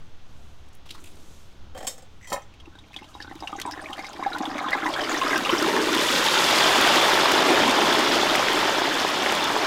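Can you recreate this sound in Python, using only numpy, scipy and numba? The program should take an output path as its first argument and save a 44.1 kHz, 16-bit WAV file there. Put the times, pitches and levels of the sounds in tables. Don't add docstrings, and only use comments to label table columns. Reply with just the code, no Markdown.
import sys
import numpy as np
from scipy import signal
from scipy.fft import rfft, irfft, next_fast_len
from scipy.io import wavfile
from scipy.ndimage import uniform_filter1d, map_coordinates
from numba import njit

SR = 44100
rng = np.random.default_rng(int(sys.argv[2]) if len(sys.argv) > 2 else 0)


def waveform_to_disk(signal):
    frames = np.transpose(np.atleast_2d(signal))
    scaled = np.clip(frames, -1, 1) * 32767
    samples = np.round(scaled).astype(np.int16)
    wavfile.write(sys.argv[1], SR, samples)


def boost_factor(decibels):
    exponent = np.asarray(decibels, float) / 20
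    return 10 ** exponent


N = 426006

# frequency_hz, density_db_per_hz
YARD_SPECTRUM = [(13, -11.5), (32, -21.5), (82, -16), (120, -25), (310, -33), (510, -38.5), (1500, -43.5),
                 (2200, -120)]
# time_s, level_db
YARD_LEVEL = [
    (0.0, -45.5),
    (2.81, -46),
    (3.75, -48),
    (4.0, -53),
]
# time_s, rate_hz, level_db
SWAY = [
    (0, 4.96, -35),
    (.7, 4.6, -40.5),
    (1, 4.7, -38.5),
    (1.3, 5, -41),
    (2, 4.21, -44.5),
    (2.4, 5.7, -47),
    (2.6, 2.1, -59),
]
# frequency_hz, density_db_per_hz
BURNER_SPECTRUM = [(900, 0.5), (2200, -3.5), (3450, -1.5), (4600, -8.5), (5900, -10), (6450, -10),
                   (7000, -19), (9500, -28), (16000, -30)]

# start_s, level_db, centre_hz, t60_s
SCRAPES = [(.66, -66, 7037, .04), (.683, -68, 8500, .04), (.728, -60, 6200, .06), (.747, -68, 10500, .1),
           (.855, -51, 2850, 0.1), (.857, -46, 1050, .06), (.86, -67, 3500, 5), (.889, -49, 2900, 0.13),
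           (.9, -46.5, 322, 1.5), (.905, -44, 3480, 0.093), (.942, -55, 3400, 0.054),
           (.946, -42.5, 1050, 0.13), (.945, -75, 7000, 0.066), (.975, -50, 1200, 0.087),
           (.998, -60, 6500, .1), (1.038, -54, 7600, 0.039), (1.04, -53.5, 2590, .3),
           (1.053, -52.5, 7040, 0.057), (1.078, -62, 7222, 0.071), (1.1, -67, 8000, .08),
           (1.11, -44, 168, 1.7), (1.152, -65, 8500, .04)]

# start_s, peak_db, clink_db, t60_s
LID_KNOCKS = [(1.748, -33.5, -21, 0.093), (1.764, -36, -26, 0.096), (1.775, -33, -6, 0.09),
              (1.805, -30.5, -23, 0.086), (1.827, -31, -12, 0.061), (1.844, -35, -8, 0.077),
              (1.869, -28.5, 8, 0.029), (1.874, -28.5, 7.5, 0.043), (1.892, -41.5, 5.5, 0.18),
              (1.979, -39.5, -7, 0.054), (2.022, -46, -5, .05)]
# frequency_hz, width_hz, level_db
LID_BODY = [(252, 75, -6), (514, 41, 6.5), (760, 72, 4.5), (1130, 105, -7), (1790, 700, -12),
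            (1950, 60, -7), (3130, 59, -8), (650, 370, -22)]
# frequency_hz, width_hz, level_db
LID_RIM = [(3140, 140, -15), (3700, 45, -2), (4950, 11000, -9), (5420, 90, 5), (6500, 200, -3),
           (7600, 510, 3.5), (8260, 650, -4), (11100, 7400, -22)]
# start_s, peak_db, clink_db, t60_s
PROBE_RATTLES = [
    (2.2117, -46, -16, 0.083),
    (2.2264, -49, -7, 0.06),
    (2.2438, -44, -13, 0.16),
    (2.2717, -47, -3, 0.081),
    (2.4194, -53, 0, 0.045),
]
# frequency_hz, width_hz, level_db
ROD = [(1990, 74, 6), (6000, 180, -10), (7800, 120, -11)]
# start_s, peak_db, clink_db, t60_s
RACK_KNOCKS = [
    (2.271, -39, -1.5, 0.17),
    (2.3, -31, -3, 0.068),
    (2.318, -11.5, -27, 0.038),
    (2.326, -21, -1.5, 0.074),
    (2.339, -22, -18, 0.049),
    (2.359, -22.5, -43, 0.11),
]
# frequency_hz, width_hz, level_db
RACK_BODY = [(206, 190, -18.5), (565, 41, -0.5), (798, 39, 0), (1020, 40, 0), (1280, 23, -1),
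             (1820, 65, -8.5), (2150, 27, -10.5), (2514, 70, -13)]
# frequency_hz, width_hz, level_db
RACK_RIM = [(3170, 33, 5), (3830, 25, -1), (4300, 300, -9), (5300, 140, -10), (5700, 51, 1), (7340, 110, 0),
            (8770, 100, -3), (9000, 9000, -18.5)]

# time_s,
# vigour_db, fineness_db
BOIL = [(2.45, -74, 3), (2.61, -65, -23), (2.87, -61, -1), (3.11, -57, 2), (3.69, -42, -9.5),
        (4.26, -41, -8), (4.72, -31, -15), (5.12, -27.5, -8), (5.3, -26, -9), (5.82, -25, -5),
        (6.08, -25, -0.5), (6.42, -24, 0.5), (6.87, -21, -3.5), (7.53, -21.5, -5.5), (8.09, -24, -2.5),
        (8.81, -26, -3.5), (9.28, -27, -3), (9.66, -25.5, -5.5)]
# time_s, log10_bubbles_per_s
CROWD = [
    (2.5, 2.25),
    (3.5, 2.45),
    (4.5, 2.8),
    (5.3, 2.92),
    (6, 2.987),
    (7, 3.24),
    (9.6, 3.11),
]
# time_s, gurgle_swell_db, half_length_s
HEAVES = [
    (2.851, 7.5, 1),
    (4.423, 7, 0.18),
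    (5.844, 8.5, 0.28),
    (7.513, 4.5, 0.26),
    (8.1, 8, 0.57),
    (9.5, 3, 0.53),
]
# time_s, share_0_to_1
OIL_RISE = [
    (4.6, 0),
    (5.7, 0.98),
]
# frequency_hz, width_hz, level_db
POT_LOW = [(305, 49, -1), (807, 70, 4), (1060, 200, 1.5)]
# frequency_hz, width_hz, level_db
POT_HIGH = [(368, 113, -4), (601, 110, -7.5), (830, 194, -4)]
# frequency_hz, width_hz, level_db
POT_WALL = [(1540, 9, -1), (2150, 27, -5), (2670, 68, -14.5), (3800, 48, 2), (4886, 48, -7.5),
            (5930, 73, 0)]
# frequency_hz, density_db_per_hz
BUBBLES = [(260, -1.5), (460, 0), (611, 6), (830, 4), (2230, -3), (2800, -16), (3640, -4.5), (6160, -120)]
# frequency_hz, density_db_per_hz
FIZZ = [(1290, 1), (2200, -2.5), (3490, 3.5), (3970, -3.5), (5210, -4.5), (7500, -20.5), (9750, -72),
        (16500, -120)]
# frequency_hz, density_db_per_hz
SPRAY = [(3820, -12), (6500, 0), (9910, -8.5), (13600, -12), (15100, -13.5), (16000, -32)]
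# frequency_hz, density_db_per_hz
CHURN = [(12, -48), (20, -18), (27, -15), (54, -20.5), (130, -11.5), (300, -11.5), (390, -26), (660, -120)]
# frequency_hz, density_db_per_hz
SPLASH = [(700, -7), (2000, 2), (4500, 1), (9000, -8.5), (16000, -21)]

# start_s, peak_db, pitch_hz
DRIPS = [(2.539, -41, 2490), (2.601, -33, 3150), (2.656, -38, 2620), (2.679, -43, 402),
         (2.753, -40.5, 1540), (2.753, -42, 3580), (2.7881, -33, 3540), (2.9317, -37, 2150),
         (2.9417, -29, 2470), (2.962, -32, 762), (2.9637, -16.5, 3330), (2.9884, -32, 2100),
         (3.021, -32.5, 830), (3.0294, -35, 2670), (3.043, -33, 2940), (3.044, -37, 793),
         (3.1388, -43, 3720), (3.151, -31, 970), (3.2026, -28.5, 1790), (3.203, -31.5, 1690),
         (3.2144, -32, 2990), (3.2235, -31, 3800), (3.246, -31.5, 1450), (3.278, -33, 1460),
         (3.2954, -36, 1900)]
# start_s, peak_db, pitch_hz, pot_thump_db
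POPS = [(3.312, -28, 773, -5), (3.425, -14, 834, -22), (3.435, -13, 800, -21), (3.495, -23, 790, -25),
        (3.528, -20.5, 1210, -7), (3.553, -25, 775, -9), (3.585, -31, 1540, -6), (3.653, -24, 990, -3),
        (3.664, -21, 980, -26), (3.675, -15.5, 937, -26), (3.687, -21, 983, -26), (3.776, -25.5, 1830, -9),
        (3.794, -28, 1710, -11), (3.9, -23, 830, -12), (3.99, -22.5, 770, -6.5), (4.196, -17, 767, -10),
        (4.226, -15.5, 1020, -14), (4.263, -6.5, 800, -32), (4.302, -21, 770, -29), (4.35, -24, 774, -13),
        (4.433, -16, 746, -21), (4.483, -26, 760, -13), (4.411, -16.5, 760, -11), (4.554, -18, 620, -11),
        (4.611, -22, 739.6, -9), (4.643, -14, 1220, -26), (4.664, -15.5, 1060, -28),
        (4.73, -10.5, 1640, -36), (4.858, -11, 990, -15), (4.991, -13, 775, -24), (5.113, -19, 1090, -15),
        (5.215, -9, 1043, -29), (5.25, -17, 1040, -9), (5.329, -14, 1600, -8.5), (5.357, -14, 1570, -25),
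        (5.495, -11, 1024, -15), (5.69, -19, 920, -12), (5.77, -16, 920, -10)]
# start_s, peak_db, pitch_hz
TICKS = [(3.405, -28, 4960), (3.474, -16.5, 2810), (3.588, -25.5, 1950), (3.6148, -20, 3330),
         (3.7217, -19.5, 5100), (3.931, -17, 3080), (3.981, -26, 1890), (3.9924, -19.5, 2160),
         (4.045, -21, 2150), (4.067, -23, 4930), (4.235, -22, 2070), (4.331, -20.5, 3900),
         (4.455, -14.5, 3350), (4.5816, -17, 2180), (4.6855, -19, 3320), (4.7306, -8, 1990),
         (4.8635, -10.5, 1910), (4.938, -12.5, 3250), (5.008, -15, 3080), (5.037, -15, 2970),
         (5.118, -17, 6740), (5.143, -13, 1870), (5.215, -13, 2740), (5.308, -11, 2050),
         (5.332, -10.5, 1950), (5.3588, -15, 2680), (5.45, -9.5, 2680)]
# start_s, peak_db
SPITS = [(3.3538, -41), (3.4047, -46), (3.5184, -43), (3.5992, -25.5), (3.6157, -22.5), (3.711, -32),
         (3.905, -39), (3.97, -40), (4.131, -39), (4.384, -28), (4.7065, -27), (4.8898, -33), (4.9302, -35),
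         (5.1196, -31), (5.3777, -19), (5.5057, -26), (5.6251, -22), (5.6848, -32), (5.944, -21),
         (5.95, -20), (6.8117, -14), (6.8733, -22), (6.957, -17), (7.0971, -20), (7.1529, -26),
         (7.318, -16), (7.7093, -20), (7.9907, -23), (8.356, -15), (8.5313, -22), (9.0791, -23),
         (9.3222, -20), (9.3508, -20), (9.4407, -18)]
# frequency_hz, density_db_per_hz
SPIT_SPECTRUM = [(1500, -9), (6000, 0), (12000, -5), (16000, -7)]

# start_s, peak_db, pitch_hz
CRACKLES = [(3.1403, -43, 4780), (3.2036, -36, 4830), (3.2236, -30, 4820), (3.5628, -32, 6160),
            (3.6626, -35, 8300), (3.7104, -33, 5190), (3.8162, -36, 8320), (3.9838, -37, 4630),
            (4.0233, -36, 5070), (4.0896, -31, 6780), (4.1305, -35, 4930), (4.3016, -38, 4970),
            (4.4219, -31, 6200), (4.5024, -30, 4650), (4.5795, -31, 6500), (4.6149, -36, 6580),
            (4.7262, -27, 4500), (4.8589, -34, 5820), (4.9232, -31, 4580), (4.9387, -25, 4500),
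            (5.013, -25, 4930), (5.0454, -24, 4738), (5.0953, -22, 6860), (5.1627, -28, 5150),
            (5.1756, -21.5, 5700), (5.2799, -19, 5200), (5.3587, -24, 5250), (5.5154, -24, 5400),
            (5.5812, -18.5, 5330), (5.7648, -30, 4810)]
# start_s, peak_db, pitch_hz
SPUTTERS = [(2.7267, -43, 1550), (2.8379, -40, 2370), (3.3114, -33, 1870), (3.6691, -34, 1330),
            (3.711, -38, 1580), (3.7339, -30, 1810), (3.8586, -26, 2330), (3.8856, -30, 1710),
            (4.1954, -33, 1510), (4.2496, -21, 1550), (4.2862, -31, 1660), (4.3175, -19.5, 1490),
            (4.3485, -22.5, 1470), (4.3723, -32, 1850), (4.3894, -27, 3800), (4.4273, -27, 1540),
            (4.5002, -27, 1630), (4.556, -30, 1510), (4.6144, -28, 1660), (4.6409, -23, 1630),
            (4.6844, -17, 1630), (4.7194, -20, 1900), (4.774, -23, 1660), (4.8209, -25, 1650),
            (4.9627, -18, 1620), (4.9894, -17, 1630), (5.09, -19, 1630), (5.1173, -21, 1330),
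            (5.3951, -16, 1600), (5.4934, -8, 2820), (5.6913, -22, 1620), (5.764, -13.5, 1680)]
# start_s, peak_db, pitch_hz
GLUGS = [(2.678, -33, 317), (3.018, -33, 282), (3.358, -31, 312), (3.422, -34, 330), (3.529, -32, 317),
         (3.585, -31, 334), (3.655, -26.5, 383), (3.778, -31, 347), (3.841, -35, 301), (3.899, -26.5, 326),
         (4.194, -29, 330), (4.261, -25, 318), (4.316, -29, 326), (4.348, -35, 312), (4.409, -15, 295),
         (4.478, -21, 293), (4.519, -25, 264), (4.555, -26, 254), (4.661, -30, 290), (4.761, -22, 293),
         (4.808, -34, 307), (4.832, -21, 305), (4.864, -22, 296), (4.893, -26, 295), (5.136, -17, 326),
         (5.246, -26, 326), (5.279, -21, 306), (5.491, -25, 354), (5.535, -11, 320), (5.623, -14.5, 306),
         (5.684, -10.5, 392), (5.764, -12, 370), (5.961, -18, 315), (6.024, -19, 347), (6.047, -18, 375),
         (6.146, -21, 366), (6.196, -19, 307), (6.232, -23, 380)]

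# start_s, peak_db
LUMPS = [(7.425, -10), (7.6, -8), (7.718, -11), (7.789, -7.5), (7.874, -12), (8.232, -8), (8.396, -8),
         (8.632, -10), (8.692, -10), (8.784, -9.5), (8.818, -7), (8.878, -12), (9.048, -9), (9.26, -14),
         (9.323, -11), (9.503, -12.5), (9.564, -8), (9.643, -21)]
# start_s, peak_db
SNAPS = [
    (8.353, -10),
    (8.485, -5.5),
    (9.262, -7.5),
]
# start_s, level_db
NECKS = [
    (3.431, -40),
    (3.628, -40),
]

GURGLE_DB, SPRAY_DB, SPRAY_SETTLES_DB = -8.5, -8, -3
PING_HZ = 1735
DRIP_THUMP_DB, SPLASH_DB, SPLASH_SCATTER_DB = -5.5, -22, 1.5
HALF_SUNK_S, HALF_SUNK_FOR_S = 5.97, 0.52
TOP_HZ = 15830
TIME_S = np.arange(N) / SR


def unit(x):
    return x / np.sqrt(np.mean(x ** 2) + 1e-20)


def along(points, hz):
    f, v = np.transpose(points)
    return np.interp(np.log(hz + 1), np.log(f + 1), v)


def curves(rows):
    s, *cols = np.transpose(rows)
    return [np.interp(TIME_S, s, c) for c in cols]


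def wobble(rate):
    knots = rng.standard_normal(int(N * rate / SR) + 4)
    return map_coordinates(knots, [np.arange(N) * rate / SR])


def filtered(x, response):
    m = next_fast_len(N + SR // 2)
    return irfft(rfft(x, m) * response(np.fft.rfftfreq(m, 1 / SR)), m)[:N]


def highpass(corner_hz, order):
    return lambda hz: (1j * hz / (corner_hz + 1j * hz)) ** order


def modes(rows):
    def response(f):
        total = 0
        for k, (centre, width, db) in enumerate(rows):
            damping = 1j * f * width
            total = total + (-1) ** k * boost_factor(db) * damping / (centre * centre - f * f + damping)
        return total
    return response


def hiss(spectrum):
    return unit(filtered(rng.standard_normal(N), lambda hz: boost_factor(along(spectrum, hz))))


def bursts(s, db, t60):
    out, t = np.zeros(N + SR), np.arange(SR) / SR
    attack = 1 - np.exp(-t / 0.00022)
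    for at, level, life in np.broadcast(s, db, t60):
        out[round(at * SR):][:len(t)] += boost_factor(level - 60 * t / abs(life)) * attack
    return out[:N]


@njit
def chirps(n, start, step, life, size, rise, soft):
    out = np.zeros(n)
    for g in range(len(start)):
        for k in range(min(int(5 * life[g]), n - start[g])):
            u = k / life[g]
            envelope = size[g] * np.exp(-u) * (1 - np.exp(-k / soft[g]))
            out[start[g] + k] += envelope * np.sin(step[g] * k * (1 + rise[g] * u))
    return out


def bubbles(s, hz, life_s, size, rise, soft_cycles):
    one = np.ones(len(s))
    start = (s * SR).astype(np.int64)
    return chirps(N, start, 2 * np.pi * hz / SR, life_s * SR * one, size, rise * one, soft_cycles * SR / hz)


def swarm(per_s, spectrum, cycles, scatter_db, rise):
    born = np.cumsum(per_s) / SR
    draw = rng.random((40000, 5))
    order = np.cumsum(-np.log(draw[:, 0]))
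    alive = order < born[-1]
    draw, at = draw[alive], np.searchsorted(born, order[alive])
    low, high = spectrum[0][0], spectrum[-1][0]
    hz = low * (high / low) ** draw[:, 1]
    life = cycles * (0.12 + 1.9 * draw[:, 3])
    chance = draw[:, 2] + 0.03
    size = hz * boost_factor(along(spectrum, hz) - scatter_db * np.log(chance)) / np.sqrt(per_s[at] * life)
    climb = rise * (2 * draw[:, 4] - 0.6)
    return unit(bubbles(at / SR, hz, life / hz, size, climb, soft_cycles=0.46))


def pot(x):
    risen = np.clip(curves(OIL_RISE)[0], 0, 1)
    low = filtered(x * np.sqrt(1 - risen), modes(POT_LOW))
    return low + filtered(x * np.sqrt(risen), modes(POT_HIGH))


def inside(x, wet):
    t = np.arange(SR // 12) / SR
    echoes = boost_factor(-60 * t / 0.064) * rng.standard_normal((6, len(t))) * (t > 0.0015)
    turn = (np.arange(N) // (SR // 8)) % 6 == np.arange(6)[:, None]
    scattered = signal.fftconvolve(x * wet * turn, echoes / np.linalg.norm(echoes[0]), axes=1)
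    return (x + scattered.sum(axis=0)[:N]) / np.sqrt(1 + wet ** 2)


def yard():
    hz, db = curves(SWAY)
    sway = boost_factor(db + 3.0) * np.sin(2 * np.pi * np.cumsum(hz) / SR + 3.48)
    flame_tip = boost_factor(-14.5 + 9.0 * wobble(4.85)) * hiss(SPRAY)
    burner = boost_factor(-58.5 + 0.34 * wobble(7.9)) * (hiss(BURNER_SPECTRUM) + flame_tip)
    air = boost_factor(curves(YARD_LEVEL)[0] - 3.5 + 1.4 * wobble(5.34)) * hiss(YARD_SPECTRUM)
    return air + burner + sway


def rustle():
    grains = unit(boost_factor(2.6 * wobble(170))) * rng.standard_normal(N)
    out = np.zeros(N)
    for s, db, hz, t60 in SCRAPES:
        stroke = uniform_filter1d(bursts(s, db + 15.0, t60), size=260, origin=60)
        b, a = signal.iirpeak(hz, 2.8, SR)
        out += signal.lfilter(b, a, stroke * grains)
    return out


def metal(knocks, body, rim, body_db, rim_db):
    s, db, clink_db, t60 = np.transpose(knocks)

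    def chatter(level):
        envelope = bursts(s, level, t60) + bursts(s, level - 22.0, 4.2 * t60)
        return envelope * rng.standard_normal(N)

    low = filtered(chatter(db + body_db), modes(body))
    high = filtered(chatter(db + clink_db + rim_db), modes(rim))
    return low + inside(high, wet=0.7)


def clatter():
    lid = metal(LID_KNOCKS, LID_BODY, LID_RIM, body_db=11.0, rim_db=6.0)
    rack = metal(RACK_KNOCKS, RACK_BODY, RACK_RIM, body_db=12.5, rim_db=10.0)
    probe = metal(PROBE_RATTLES, ROD[:1], ROD[1:], body_db=16.0, rim_db=29)
    return lid + rack + probe


def layers():
    vigour_db, fine_db = curves(BOIL)
    heave_db = sum(db * np.exp(-((TIME_S - s) / half) ** 2) for s, db, half in HEAVES)
    fizz_db = vigour_db + fine_db
    late = np.clip((TIME_S - OIL_RISE[-1][0]) / 2.7, 0, 1)
    spray_db = fizz_db + SPRAY_DB + SPRAY_SETTLES_DB * late
    return vigour_db + GURGLE_DB + heave_db, vigour_db, fizz_db, spray_db


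def boil():
    gurgle_db, bubble_db, fizz_db, spray_db = layers()
    crowd = curves(CROWD)[0]
    per_s = 10 ** np.clip(crowd, 1.5, 3.5) * (np.arange(N) > BOIL[0][0] * SR) + 0.0012
    roar = np.clip(0.75 * (crowd - 2.1), 0.05, 1)
    surge = 0.091 * wobble(8.9) + 0.5 * wobble(30)

    thumps = pot(swarm(0.3 * per_s, [(200, -5.0), (900, -16.5)], cycles=0.81, scatter_db=2.5, rise=0))

    blobs = swarm(per_s, BUBBLES, cycles=2.82, scatter_db=1.5, rise=0.039) + 0.93 * roar * hiss(BUBBLES)
    column = unit(pot(filtered(blobs, highpass(560, 3))))
    blunt = swarm(0.05 * per_s, [(500, 3), (1500, 0)], cycles=0.6, scatter_db=3, rise=0)
    middle = (0.31 + 0.5 * roar) * blobs + 0.32 * (1.45 - roar) * column
    middle = middle + 0.6 * roar * unit(pot(blunt))

    fizz = swarm(1.5 * per_s, FIZZ, cycles=4, scatter_db=3.5, rise=0.033) + 1.87 * roar * hiss(FIZZ)
    wall = unit(filtered(fizz, modes(POT_WALL)))
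    fizz = (0.6 + 0.62 * roar) * fizz + 0.86 * (1.1 - roar) * wall
    pinches = swarm(0.056 * per_s, FIZZ, cycles=17, scatter_db=6.0, rise=0.12)
    droplets = swarm(0.2 * per_s, SPLASH, cycles=0.9, scatter_db=2.2, rise=0)
    fizz = fizz + 0.14 * (1.1 - roar) * pinches + 0.35 * droplets

    spray = 0.3 * swarm(4 * per_s, SPRAY, cycles=1.5, scatter_db=5.0, rise=0)
    spray = spray + (0.35 + 0.57 * roar) * hiss(SPRAY)
    spray = spray * boost_factor(3.4 * (1.134 - roar) * wobble(45))

    spatter = boost_factor(0.21 * wobble(18) + 0.081 * wobble(40))
    mix = boost_factor(gurgle_db + 0.5) * unit(thumps) + boost_factor(bubble_db) * middle
    mix = mix + spatter * (boost_factor(fizz_db - 3.5) * fizz + boost_factor(spray_db + 0.5) * spray)
    mix = filtered(inside(mix, wet=0.76 * (1.05 - roar)), highpass(175, 2))
    churn = boost_factor(0.44 * gurgle_db - 34.5) * hiss(CHURN)
    onset = np.clip((TIME_S - BOIL[0][0]) / 0.22, 0, 1)
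    return onset * boost_factor(surge) * (mix + churn)


def hollow(x):
    plug = np.exp(-((TIME_S - HALF_SUNK_S) / HALF_SUNK_FOR_S) ** 2)
    open_notch = filtered(x * (1 - plug), modes([(495, 88, -11.5)]))
    plugged_notch = filtered(x * plug, modes([(707, 259, -4.0)]))
    return x - open_notch - plugged_notch


def pops():
    low_drips = [(*row, DRIP_THUMP_DB) for row in DRIPS if row[2] < PING_HZ]
    s, db, hz, thump_db = np.transpose([*low_drips, *POPS])
    tone = bubbles(s - 0.001, hz, 0.005, boost_factor(db), 0.005, soft_cycles=1.6)
    knock = bubbles(s, 0 * s + 2500, 0.00015, boost_factor(0.71 * db - 11), 0, soft_cycles=0.33)
    thump = pot(bubbles(s, 0 * s + 450, 0.0006, boost_factor(db + thump_db + 21.5), 0, soft_cycles=0.022))

    high_drips = [row for row in DRIPS if row[2] > PING_HZ]
    s, db, hz = np.transpose([*high_drips, *TICKS])
    splash_db = SPLASH_DB + SPLASH_SCATTER_DB * rng.standard_normal(len(s))
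    ping = bubbles(s - 0.0005, hz, 3.77 / hz, boost_factor(db + 3.0), 0.0074, soft_cycles=1.58)
    crack = bubbles(s, hz, 0.16 / hz, boost_factor(db + 3), 0, soft_cycles=0.5)
    tone = tone + ping + crack
    knock = knock + bubbles(s, 0 * s + 3500, 0.00013, boost_factor(0.77 * db - 10), 0, soft_cycles=0.3)
    wall = boost_factor(8.0) * filtered(tone + 4 * knock, modes(POT_WALL))
    splash = bursts(s, 0.71 * db + splash_db - 7.5, 0.062) * hiss(SPLASH)

    s, db = np.transpose(SPITS)
    spit = bursts(s, db - 3.5, 0.0078) * hiss(SPIT_SPECTRUM) + bursts(s, db - 4, 0.03) * hiss(SPLASH)
    return inside(tone, wet=1.0) + wall + thump + splash + spit


def clusters(rows, gain_db, last_s, spread, cycles):
    s, db, hz = np.repeat(rows, 6, axis=0).T
    late, pitch, size = rng.random((len(s), 3)).T
    hz = hz * (1 + spread * (2 * pitch - 1))
    level = boost_factor(db + gain_db - 9.5 * late - 2.6 * size)
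    return bubbles(s + last_s * late ** 2, hz, cycles / hz, level, 0.011, soft_cycles=0.85)


def crackle():
    high = clusters(CRACKLES, gain_db=2.5, last_s=0.019, spread=0.089, cycles=6.1)
    high = high + clusters(SPUTTERS, gain_db=-2.5, last_s=0.014, spread=0.052, cycles=5.9)
    s, db, hz = np.transpose(GLUGS)
    glug = bubbles(s - 0.003, hz, 2.45 / hz, boost_factor(db + 1), 0.014, soft_cycles=0.74)
    return inside(high, wet=0.6) + boost_factor(-5.0) * filtered(high, modes(POT_WALL)) + glug


def lumps():
    s, db = np.transpose(LUMPS)
    thump = pot(bubbles(s, 0 * s + 750, 0.00082, boost_factor(db + 14), 0, soft_cycles=0.13))
    s, db = np.transpose(SNAPS)
    snap = bubbles(s, 0 * s + 2000, 0.00045, boost_factor(db + 6.5), 0, soft_cycles=0.3)
    s, db = np.transpose(NECKS)
    neck = bubbles(s, 0 * s + 1500, 0.012, boost_factor(db - 7), 0.42, soft_cycles=8.3)
    return thump + snap + neck


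def scene():
    sources = yard() + rustle() + clatter() + hollow(boil()) + pops() + crackle() + lumps()
    return sources[None]


def roll_off(x):
    return signal.sosfilt(signal.butter(12, 16300, fs=SR, output="sos"), x)


def record(dry):
    limited = filtered(dry[0], lambda hz: hz < TOP_HZ)
    return roll_off(limited[None])


dry = scene()
out = record(dry)
waveform_to_disk(out)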